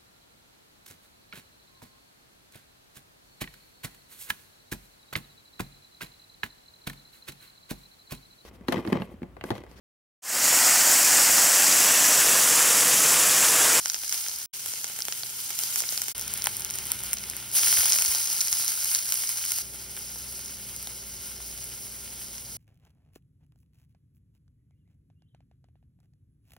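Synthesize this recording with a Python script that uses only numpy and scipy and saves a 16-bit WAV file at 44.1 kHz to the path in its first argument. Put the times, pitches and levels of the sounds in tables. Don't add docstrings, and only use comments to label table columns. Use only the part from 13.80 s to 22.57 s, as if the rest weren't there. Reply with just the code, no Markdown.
import sys
import numpy as np
from scipy import signal
from scipy.fft import rfft, irfft, next_fast_len
from scipy.io import wavfile

SR = 44100
rng = np.random.default_rng(int(sys.argv[2]) if len(sys.argv) > 2 else 0)


def pcm_store(signal):
    levels = np.round(np.clip(np.atleast_2d(signal), -1, 1) * 32767)
    wavfile.write(sys.argv[1], SR, levels.astype(np.int16).T)


N = 386737

# pitch in Hz, level in dB.
MIST_TONE = [(5000, -20), (7200, 5.5), (8200, 4.5), (9500, 6.5), (12000, 6), (14000, 4.5), (15700, 3.5)]
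FIZZ_TONE = [(2000, -47), (3800, -9), (4500, -1.5), (5000, 3), (6000, 3), (7300, 1.5), (8500, -23),
             (11000, -28)]
BUBBLE_TONE = [(200, -18), (500, -13.5), (720, -13), (830, -5), (1000, -7.5), (1240, -12), (1750, -7),
               (2400, -3.5), (3300, -4), (4300, -6), (6000, -19)]
def sizzle(mist_db, fizz_db, bubble_db, crackle_db):
    liveliness = amp(np.minimum(crackle_db, -2))
    crackle = liveliness * random_clicks(per_s=550, spread_db=3.3)
    swell_db = 2 * liveliness * drift(7)
    crackle_gain = np.sqrt(np.mean(liveliness ** 2))
    out = 0
    for level_db, tone, per_s, decay_ms in [(mist_db + 9.5, MIST_TONE, 6000, .15),
                                            (fizz_db + 7.0, FIZZ_TONE, 5000, .15),
                                            (bubble_db + 3.5, BUBBLE_TONE, 2500, .2)]:
        hiss = bursts(random_clicks(per_s, spread_db=2.5), decay_ms, tail_ms=3.5, tail_db=-8)
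        hiss *= amp(swell_db + 1.1 * drift(20))
        sparks = crackle_gain * bursts(crackle, decay_ms=.1, tail_ms=2.0, tail_db=-18)
        out = out + amp(level_db) * rms_one(colour(hiss + sparks, tone, size=2048))
    return out

def random_clicks(per_s, spread_db):
    sizes = amp(spread_db * np.minimum(rng.exponential(1, N), 4))
    return sizes * (rng.random(N) < per_s / SR)

def bursts(clicks, decay_ms, tail_ms, tail_db):
    fast, slow = np.exp(-1000 / (SR * np.array([decay_ms, tail_ms])))
    power = clicks ** 2 + 1e-18
    puff = signal.lfilter([1], [1, -fast], power)
    tail = amp(2 * tail_db) * signal.lfilter([1], [1, -slow], power)
    return rms_one(np.sqrt(puff + tail) * rng.standard_normal((3, N)))

# middle in seconds, boost in dB, half length in seconds.
FLARE_UPS = [(0.088, 3, 0.027), (0.385, 0, 0.084), (1.196, 2, .03), (1.82, 2.5, 0.045), (1.992, 6.5, 0.021),
             (4.11, 1.5, .04), (5.16, 3, 0.055)]
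def frying_oil(vigour_db, mist_boost_db, bubble_boost_db, crackle_db):
    fizz_db = vigour_db + sum(bump(*row) for row in FLARE_UPS)
    splash_db = bump(middle_s=3.76, height=4.5, half_s=.029)
    return sizzle(fizz_db + mist_boost_db + splash_db, fizz_db, fizz_db + bubble_boost_db, crackle_db)

# start in seconds, then levels in dB of snap, crack, body and plop.
LOUD_POPS = [(0.058, -8, -8.5, -19.5, -32), (0.072, -15, -38, -34, -44), (0.099, -11, -5, -25, -37),
             (0.1335, -25, -22, -33, -51), (0.1441, -13, -10, -19, -34), (0.1615, -22, -30, -31, -42),
             (0.2344, -19, -28, -26, -34), (0.2945, -7, -16, -35, -44), (0.3251, -9, -8, -20.5, -35),
             (0.3467, -28, -26, -28, -39), (0.4633, -22, -23, -23.5, -40), (0.4845, -14, -14, -48, -39),
             (0.8602, -5.5, -32, -26, -35), (0.9367, -18, -17, -27, -33), (1.0127, -25, -28, -35, -40),
             (1.0433, -10, -12, -23.5, -33), (1.068, -28, -20, -39, -42), (1.0985, -22, -36, -30, -38),
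             (1.1895, -10, -24, -25.5, -32), (1.2216, -28, -27, -36, -58), (1.2525, -12, -19, -30, -40),
             (1.2833, -9, -19, -19, -27), (1.324, -18, -13.5, -19, -30.5), (1.4338, -24, -28, -28, -34),
             (1.7049, -9, -28, -27, -37), (1.7897, -5, -13, -22, -35.5), (1.836, -7, -17, -27, -32.5),
             (1.9587, -2.5, -13, -20, -25.5), (2.0042, -3, -16, -24, -29.5), (2.021, -12, -18, -33, -31),
             (2.0375, -23, -27, -22.5, -32), (2.09, -24, -16, -36, -36), (2.1235, -22, -15, -35, -30),
             (2.1764, -9, -16, -25, -32), (2.2179, -1, -15, -23, -34), (2.2828, -8, -16, -23, -30),
             (2.3803, -8, -35, -39, -51), (2.3955, -8, -21, -45, -53), (2.4119, -9, -23, -49, -55),
             (2.4234, -20, -22, -45, -54), (2.4793, -8, -21, -34, -46), (2.5384, -2, -27, -49, -41),
             (2.5756, -7, -33, -42, -56), (2.621, -10, -18, -35, -46), (2.6417, -1, -29, -33, -44),
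             (2.6548, -8, -24, -33, -40), (2.6585, -28, -10, -25, -36), (2.6703, 2, -20, -12, -16.5),
             (2.6899, -27, -30, -46, -42), (2.7684, -5, -37, -42, -47), (2.7966, -9, -29, -56, -56),
             (2.8062, -9, -34, -44, -49), (2.8204, -26, -19, -32, -50), (2.8478, -5, -17.5, -35, -50),
             (2.9017, -13, -17, -43, -59), (2.9081, -7, -21, -30, -49), (2.9388, -27, -18, -39, -48),
             (2.9558, -9, -27, -46, -46), (2.9865, -8, -18, -29, -48), (3.0549, -10, -38, -51, -51),
             (3.0692, -9, -37, -45, -52), (3.1182, 3.5, -15.5, -29, -40), (3.2358, -7, -38, -39, -37),
             (3.3116, -17, -24, -45, -45), (3.3318, 3.5, -12.5, -21.5, -40), (3.3385, -2, -27, -37, -48),
             (3.3705, -23, -19, -29.5, -45), (3.3843, -29, -18, -38, -51), (3.438, -43, -21, -29.5, -51),
             (3.4993, -5.5, -20, -51, -48), (3.5349, -34, -36, -29, -52), (3.5666, -7, -34, -38, -53),
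             (3.8333, -13, -17, -15.5, -40), (3.871, -11, -21, -19, -43), (3.8832, -6, -9, -22, -32),
             (3.9268, -3, -8, -16, -29), (3.9714, -15, -14, -14.5, -31), (3.9886, -14, -11, -24, -30),
             (4.0072, -14, -23, -20, -36), (4.032, -16, -20, -19, -31), (4.056, -12, -16, -20, -32),
             (4.0863, -16, -29, -21.5, -47), (4.1217, -16, -0.5, -19, -36), (4.1316, -18, -3, -37, -37),
             (4.1592, -13, -26, -21, -35), (4.1864, -21, -9, -18, -33), (4.2055, -20, -26, -34, -35),
             (4.2221, 1.5, -8, -17, -34), (4.2594, -10, -8.5, -31, -43), (4.3213, -11, -33, -37, -53),
             (4.3487, -18, -9, -29, -30), (4.4587, -13, -15, -31, -50), (4.4738, -19, -12, -36, -43),
             (4.5014, -20, -14, -34, -39), (4.5146, -13, -22, -31, -52), (4.6066, -10, -6, -38, -41),
             (4.611, -10, -8, -36, -49), (4.6156, -7, -10, -25, -53), (4.6734, -3, -19, -31, -50),
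             (4.6826, -14, -10, -26, -57), (4.7276, -1.5, -6, -26, -33.5), (4.7975, -17, -25, -31, -39),
             (4.8377, -17, -23, -29, -39), (4.8798, -3, -8.5, -29, -42), (4.9435, -16, -26, -43, -55),
             (5.0452, 0.5, -17, -39, -58), (5.0566, -5, -23, -31, -47), (5.115, -6, -14, -47, -42),
             (5.1487, -7, -2, -30, -55), (5.1577, -13, -12, -23, -42), (5.189, -30, -11, -36, -43),
             (5.3227, 2.5, -10, -23, -47), (5.3416, 1, -30, -39, -51), (5.4365, -20, -25, -24, -36.5),
             (5.4739, -22, -14, -49, -56), (5.4914, -4, -17, -28, -42), (5.5832, -17, -20, -31, -40),
             (5.6392, -28, -24, -23, -51), (5.6516, -5, -30, -36, -58), (5.7084, -11, -28, -37, -54),
             (5.7194, -0.5, -12, -25, -54), (5.7854, -11, -23, -27, -36.5), (6.1665, -16, -30, -32, -43),
             (6.174, -30, -47, -28.5, -41), (6.3584, -24, -30, -41, -39), (6.5923, -15, -30, -38, -58),
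             (6.6591, -38, -23, -48, -52), (6.9632, -10.5, -26, -53, -56), (7.0272, -13, -35, -46, -58),
             (7.0723, -16, -27, -37, -34), (7.0982, -21, -46, -47, -51), (7.6029, -30, -53, -38, -41),
             (7.8423, -12, -36, -48, -60), (8.276, -39, -49, -37, -48), (8.5812, -28, -24, -36, -53)]
# pitch in Hz, level in dB.
BODY_TONE = [(800, -18), (1250, -6), (1600, -0.5), (2300, 1.5), (3150, 1.5), (3800, -3.5), (6000, -28.5)]
PLOP_TONE = [(120, -26), (300, -11), (600, -3), (830, 0), (1050, -5), (1300, -17), (2200, -30)]
def steam_pops(small_rows):
    events = [*LOUD_POPS, *small_rows]
    out = np.zeros((3, N + SR))
    snaps = puffs(len(events), MIST_TONE, rise_ms=.18, tail_ms=4.5, tail_db=-10)
    cracks = puffs(len(events), FIZZ_TONE, rise_ms=.22, tail_ms=6.0, tail_db=-9)
    bodies = puffs(len(events), BODY_TONE, rise_ms=.25, tail_ms=6.0, tail_db=-8)
    plops = puffs(len(events), PLOP_TONE, rise_ms=.25, tail_ms=5.0, tail_db=-9)
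    for (start_s, *levels_db), *parts in zip(events, snaps, cracks, bodies, plops):
        gains = amp(levels_db) * [1, -1, 1, -1]
        add_at(out, start_s, np.tensordot(gains, parts, 1))
    return out[:, :N]

CLICK_DELAYS_MS = [.25, .55, .8]
def puffs(count, tone, rise_ms, tail_ms, tail_db):
    ms = np.arange(SR // 50) / SR * 1000
    shape = ms / rise_ms * np.exp(1 - ms / rise_ms) + amp(tail_db) * np.exp(-ms / tail_ms)
    noise = shape * rng.standard_normal((3 * count, len(ms)))
    for row, delay_ms in enumerate(CLICK_DELAYS_MS):
        noise[row::3, int(delay_ms * SR / 1000)] += amp(23)
    pole = np.exp(-2 * np.pi * 600 / SR)
    delay_lows = [[-pole, 1, 0, 1, -pole, 0]] * 4
    sound = signal.sosfilt(delay_lows, colour(noise, tone, size=1024))
    return (sound / np.abs(sound).max(axis=1, keepdims=True)).reshape(count, 3, -1)

SMALL_POP_MIX = [19, 16, 5, -5]
def small_pop_rows(vigour_db, per_s, tries=400, spread_db=6):
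    when, luck, *mix = rng.random((tries, 6)).T
    at = (when * (N - 1)).astype(int)
    levels_db = vigour_db[at, None] + SMALL_POP_MIX + spread_db * (2 * np.transpose(mix) - 1)
    happens = luck < per_s[at] * N / SR / tries
    return np.column_stack([at / SR, levels_db])[happens]

# start in seconds, level in dB, pitch in Hz.
RINGING_BUBBLES = [(1.2213, -18, 5400), (1.4338, -24, 4550), (1.836, -18, 5700), (2.09, -19, 5500),
                   (2.1764, -19, 5000), (2.621, -24, 5200), (7.0723, -31, 3900)]
def bubble_pings():
    out, t = np.zeros(N), np.arange(SR // 100) / SR
    for start_s, level_db, hz in RINGING_BUBBLES:
        age = t * hz / 2.5
        shape = age * np.exp(1 - age) ** 2
        add_at(out, start_s, amp(level_db) * np.sin(2 * np.pi * hz * t) * shape)
    return out

# pitch in Hz, width in Hz, level in dB.
PAN_NOTES = [(1410, 170, 6), (2140, 90, 0), (3050, 400, -2), (3990, 110, -9)]
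def pan_ring(frying, popping):
    drive = frying + amp(-7) * popping
    ring = sum(amp(db) * signal.lfilter(*signal.iirpeak(hz, hz / width_hz, SR), drive)
               for hz, width_hz, db in PAN_NOTES)
    return frying + popping + ring

# start in seconds, level in dB.
SPOON_KNOCKS = [(3.758, -51), (3.981, -42), (4.274, -46), (4.722, -50)]
def spoon_knocks(end_hz=60, extra_cycles=2.0, fall_s=.004, swell_s=.02):
    out, t = np.zeros(N), np.arange(SR // 10) / SR
    cycles = end_hz * t + extra_cycles * (1 - np.exp(-t / fall_s))
    shape = np.sqrt(t / swell_s) * np.exp(.5 - .5 * (t / swell_s) ** 2)
    for start_s, level_db in SPOON_KNOCKS:
        add_at(out, start_s, amp(level_db) * np.sin(2 * np.pi * cycles) * shape)
    return out

# time in seconds, level in dB.
HEARD_HUM_LEVEL = [(0, -66), (.6, -63), (.8, -59), (2.3, -56.5), (2.37, -51), (3.5, -50.5), (4.9, -59.5),
                   (5.81, -58), (5.83, -52), (8.77, -52)]
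# pitch in Hz, level in dB.
BLADE_NOTES = [(119.7, 1), (202.4, -3), (240, -9), (383.4, -6.5)]
RUMBLE_TONE = [(40, -40), (85, 4), (130, 0), (220, -4.5), (300, -6.5), (430, -8.5), (600, -10), (1200, -20),
               (2500, -76)]
WALL_AIR_TONE = [(35, -47), (60, -9), (150, -11.5), (400, -5.5), (800, -11), (1400, -27), (3000, -59.5)]
def extractor_fan(motor_boost_db, motor_hz=58.8):
    heard_db, = in_time(HEARD_HUM_LEVEL)
    blades = sum(amp(db) * wavering_note(hz, wander_hz=1.2) for hz, db in BLADE_NOTES)
    rumble, = rms_one(colour(rng.standard_normal((1, N)), RUMBLE_TONE, size=8192))
    wall_air = rms_one(colour(rng.standard_normal((2, N)), WALL_AIR_TONE))
    low_band = signal.butter(2, [38, 90], "band", fs=SR, output="sos")
    deep_noise = rms_one(signal.sosfilt(low_band, rng.standard_normal(N)))
    motor = .54 * wavering_note(motor_hz, wander_hz=.5) + .2 * deep_noise
    air = .4 * blades + .58 * rumble + .42 * wall_air
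    return amp(heard_db) * air + amp(heard_db + motor_boost_db) * motor

def wavering_note(hz, wander_hz, waver_db=1.6):
    level = np.sqrt(2) * amp(waver_db * drift(4.8))
    return level * np.sin(2 * np.pi * np.cumsum(hz + wander_hz * drift(4.75)) / SR)

# pitch in Hz, lead in half cycles.
LEFT_LEAD = [(0, 0), (3500, 0), (4500, .12), (5100, .04), (5600, .1), (6850, 1), (7900, 1), (9600, 2),
             (11500, 2), (13000, 3), (14300, 3), (15700, 4)]
# pitch in Hz, unrelated share from 0 to 1.
SIDE_DIFFERENCE = [(2400, 0), (2950, 0.5), (3700, .3), (4400, 0.23), (5100, 0.26)]
# pitch in Hz, level in dB.
WIDE_TONE = [(250, -4), (750, -3), (1500, -6), (2200, -6), (3500, -1.5), (5000, -3), (8000, 0.5)]
def spread_to_sides(pan, width_db, size):
    phase = np.pi * by_pitch(LEFT_LEAD, size)
    turning = .6 * np.abs(np.sin(phase))
    unlike = np.clip(turning + by_pitch(SIDE_DIFFERENCE + [(5600, .0018)], size), 0, 1)
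    shared = rfft(pan[0], size) * np.exp([.5j * phase, -.5j * phase]) * np.sqrt(1 - unlike ** 2)
    narrow = irfft(shared + unlike * rfft(pan[1:], size), size)[:, :N]
    wide = colour(pan[1:], WIDE_TONE, size=1024)
    return (narrow + amp(width_db) * wide) / np.sqrt(1 + amp(2 * width_db))

# pitch in Hz, left minus right in dB.
SIDE_BALANCE = [(100, -1), (400, -4.5), (1000, -1.5), (1500, 0), (2300, 0), (3000, -1.5), (5000, 0)]
def lean_right(sound, size):
    tilt = amp(by_pitch(SIDE_BALANCE, size) / 2)
    return irfft(rfft(sound, size) * [tilt, 1 / tilt], size)[:, :N]

def amp(db):
    return 10 ** (np.asarray(db) / 20)

def rms_one(x):
    return x / np.sqrt(np.mean(x ** 2) + 1e-20)

def add_at(out, start_s, sound):
    start = int(start_s * SR)
    out[..., start:start + sound.shape[-1]] += sound

def bump(middle_s, height, half_s):
    return height * np.exp(-((np.arange(N) / SR - middle_s) / half_s) ** 2)

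def drift(rate_hz):
    pole = np.exp(-2 * np.pi * rate_hz * 20 / SR)
    noise = rng.standard_normal((N + SR) // 20 + 2)
    slow = signal.lfilter([1], [1, -2 * pole, pole * pole], noise)[SR // 20:]
    return np.interp(np.arange(N) / 20, np.arange(len(slow)), rms_one(slow))

def in_time(rows):
    times_s, *columns = np.transpose(rows)
    return [np.interp(np.arange(N) / SR, times_s, column) for column in columns]

def by_pitch(rows, size):
    hz, value = np.transpose(rows)
    return np.interp(np.log(np.arange(size // 2 + 1) * SR / size + 1), np.log(hz + 1), value)

def colour(x, tone, size=4096):
    cepstrum = irfft(by_pitch(tone, size) * np.log(10) / 20)
    cepstrum[1:size // 2] *= 2
    cepstrum[size // 2 + 1:] = 0
    response = irfft(np.exp(rfft(cepstrum)))
    return signal.oaconvolve(x, [response], axes=1)[:, :x.shape[1]]

# start in seconds, mist boost in dB, bubble boost in dB, # crackle in dB,
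# how much left and right of the sizzle differ in dB, # small pops a second, motor hum boost in dB.
COOKING_STAGES = [(0, 2, -7, 3, -5.5, 18, 3), (.7, 3.5, -3, -3.5, -1, 22, -20),
                  (2.335, 5.5, 0.5, -4, -20, 20, -0.5), (3.715, 4, -8, -2, -31, 10, 0),
                  (5.82, 4, -5, -7, -58, 5, 1.5)]
def stage_settings():
    starts_s, *columns = np.transpose(COOKING_STAGES)
    stage = np.searchsorted(starts_s, np.arange(N) / SR, "right") - 1
    return [column[stage] for column in columns]

# time in seconds, level in dB.
FRYING_VIGOUR = [(0, -48), (.35, -42.5), (.5, -45.5), (.655, -48.5), (.8, -48.5), (.96, -48), (1.12, -49),
                 (1.55, -48.5), (1.98, -45.5), (2.3, -47), (2.37, -50.5), (3.35, -50), (3.55, -53.5),
                 (3.712, -52), (3.76, -34.5), (4.0, -35.5), (4.33, -39.5), (5.1, -42.5), (5.6, -43),
                 (5.815, -43.5), (5.825, -50.5), (7.3, -51.5), (8.0, -51.5), (8.77, -52.5)]
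def scene():
    vigour_db, = in_time(FRYING_VIGOUR)
    mist_db, bubble_db, crackle_db, width_db, pops_per_s, motor_db = stage_settings()
    frying = frying_oil(vigour_db, mist_db, bubble_db, crackle_db)
    fan = extractor_fan(motor_db)
    popping = steam_pops(small_pop_rows(vigour_db, pops_per_s)) + bubble_pings()
    fft_size = next_fast_len(N + SR, True) // 2 * 2
    pan = spread_to_sides(pan_ring(frying, popping), width_db, fft_size)
    return lean_right(pan + spoon_knocks() + fan, fft_size)

SILENCES = [(.657, .004, .729, .008), (2.318, .016, 2.3475, .002)]
def record(dry):
    t, gate = np.arange(N) / SR, np.ones(N)
    for start_s, fade_s, back_s, rise_s in SILENCES:
        gate *= np.clip(np.maximum(1 - (t - start_s) / fade_s, (t - back_s) / rise_s), 0, 1) ** 2
    rounded = .9 * np.tanh(dry * gate / .9)
    treble_cut = signal.ellip(12, .5, 60, 15750, fs=SR, output="sos")
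    return signal.sosfilt(treble_cut, rounded)

dry = scene()
out = record(dry)
pcm_store(out)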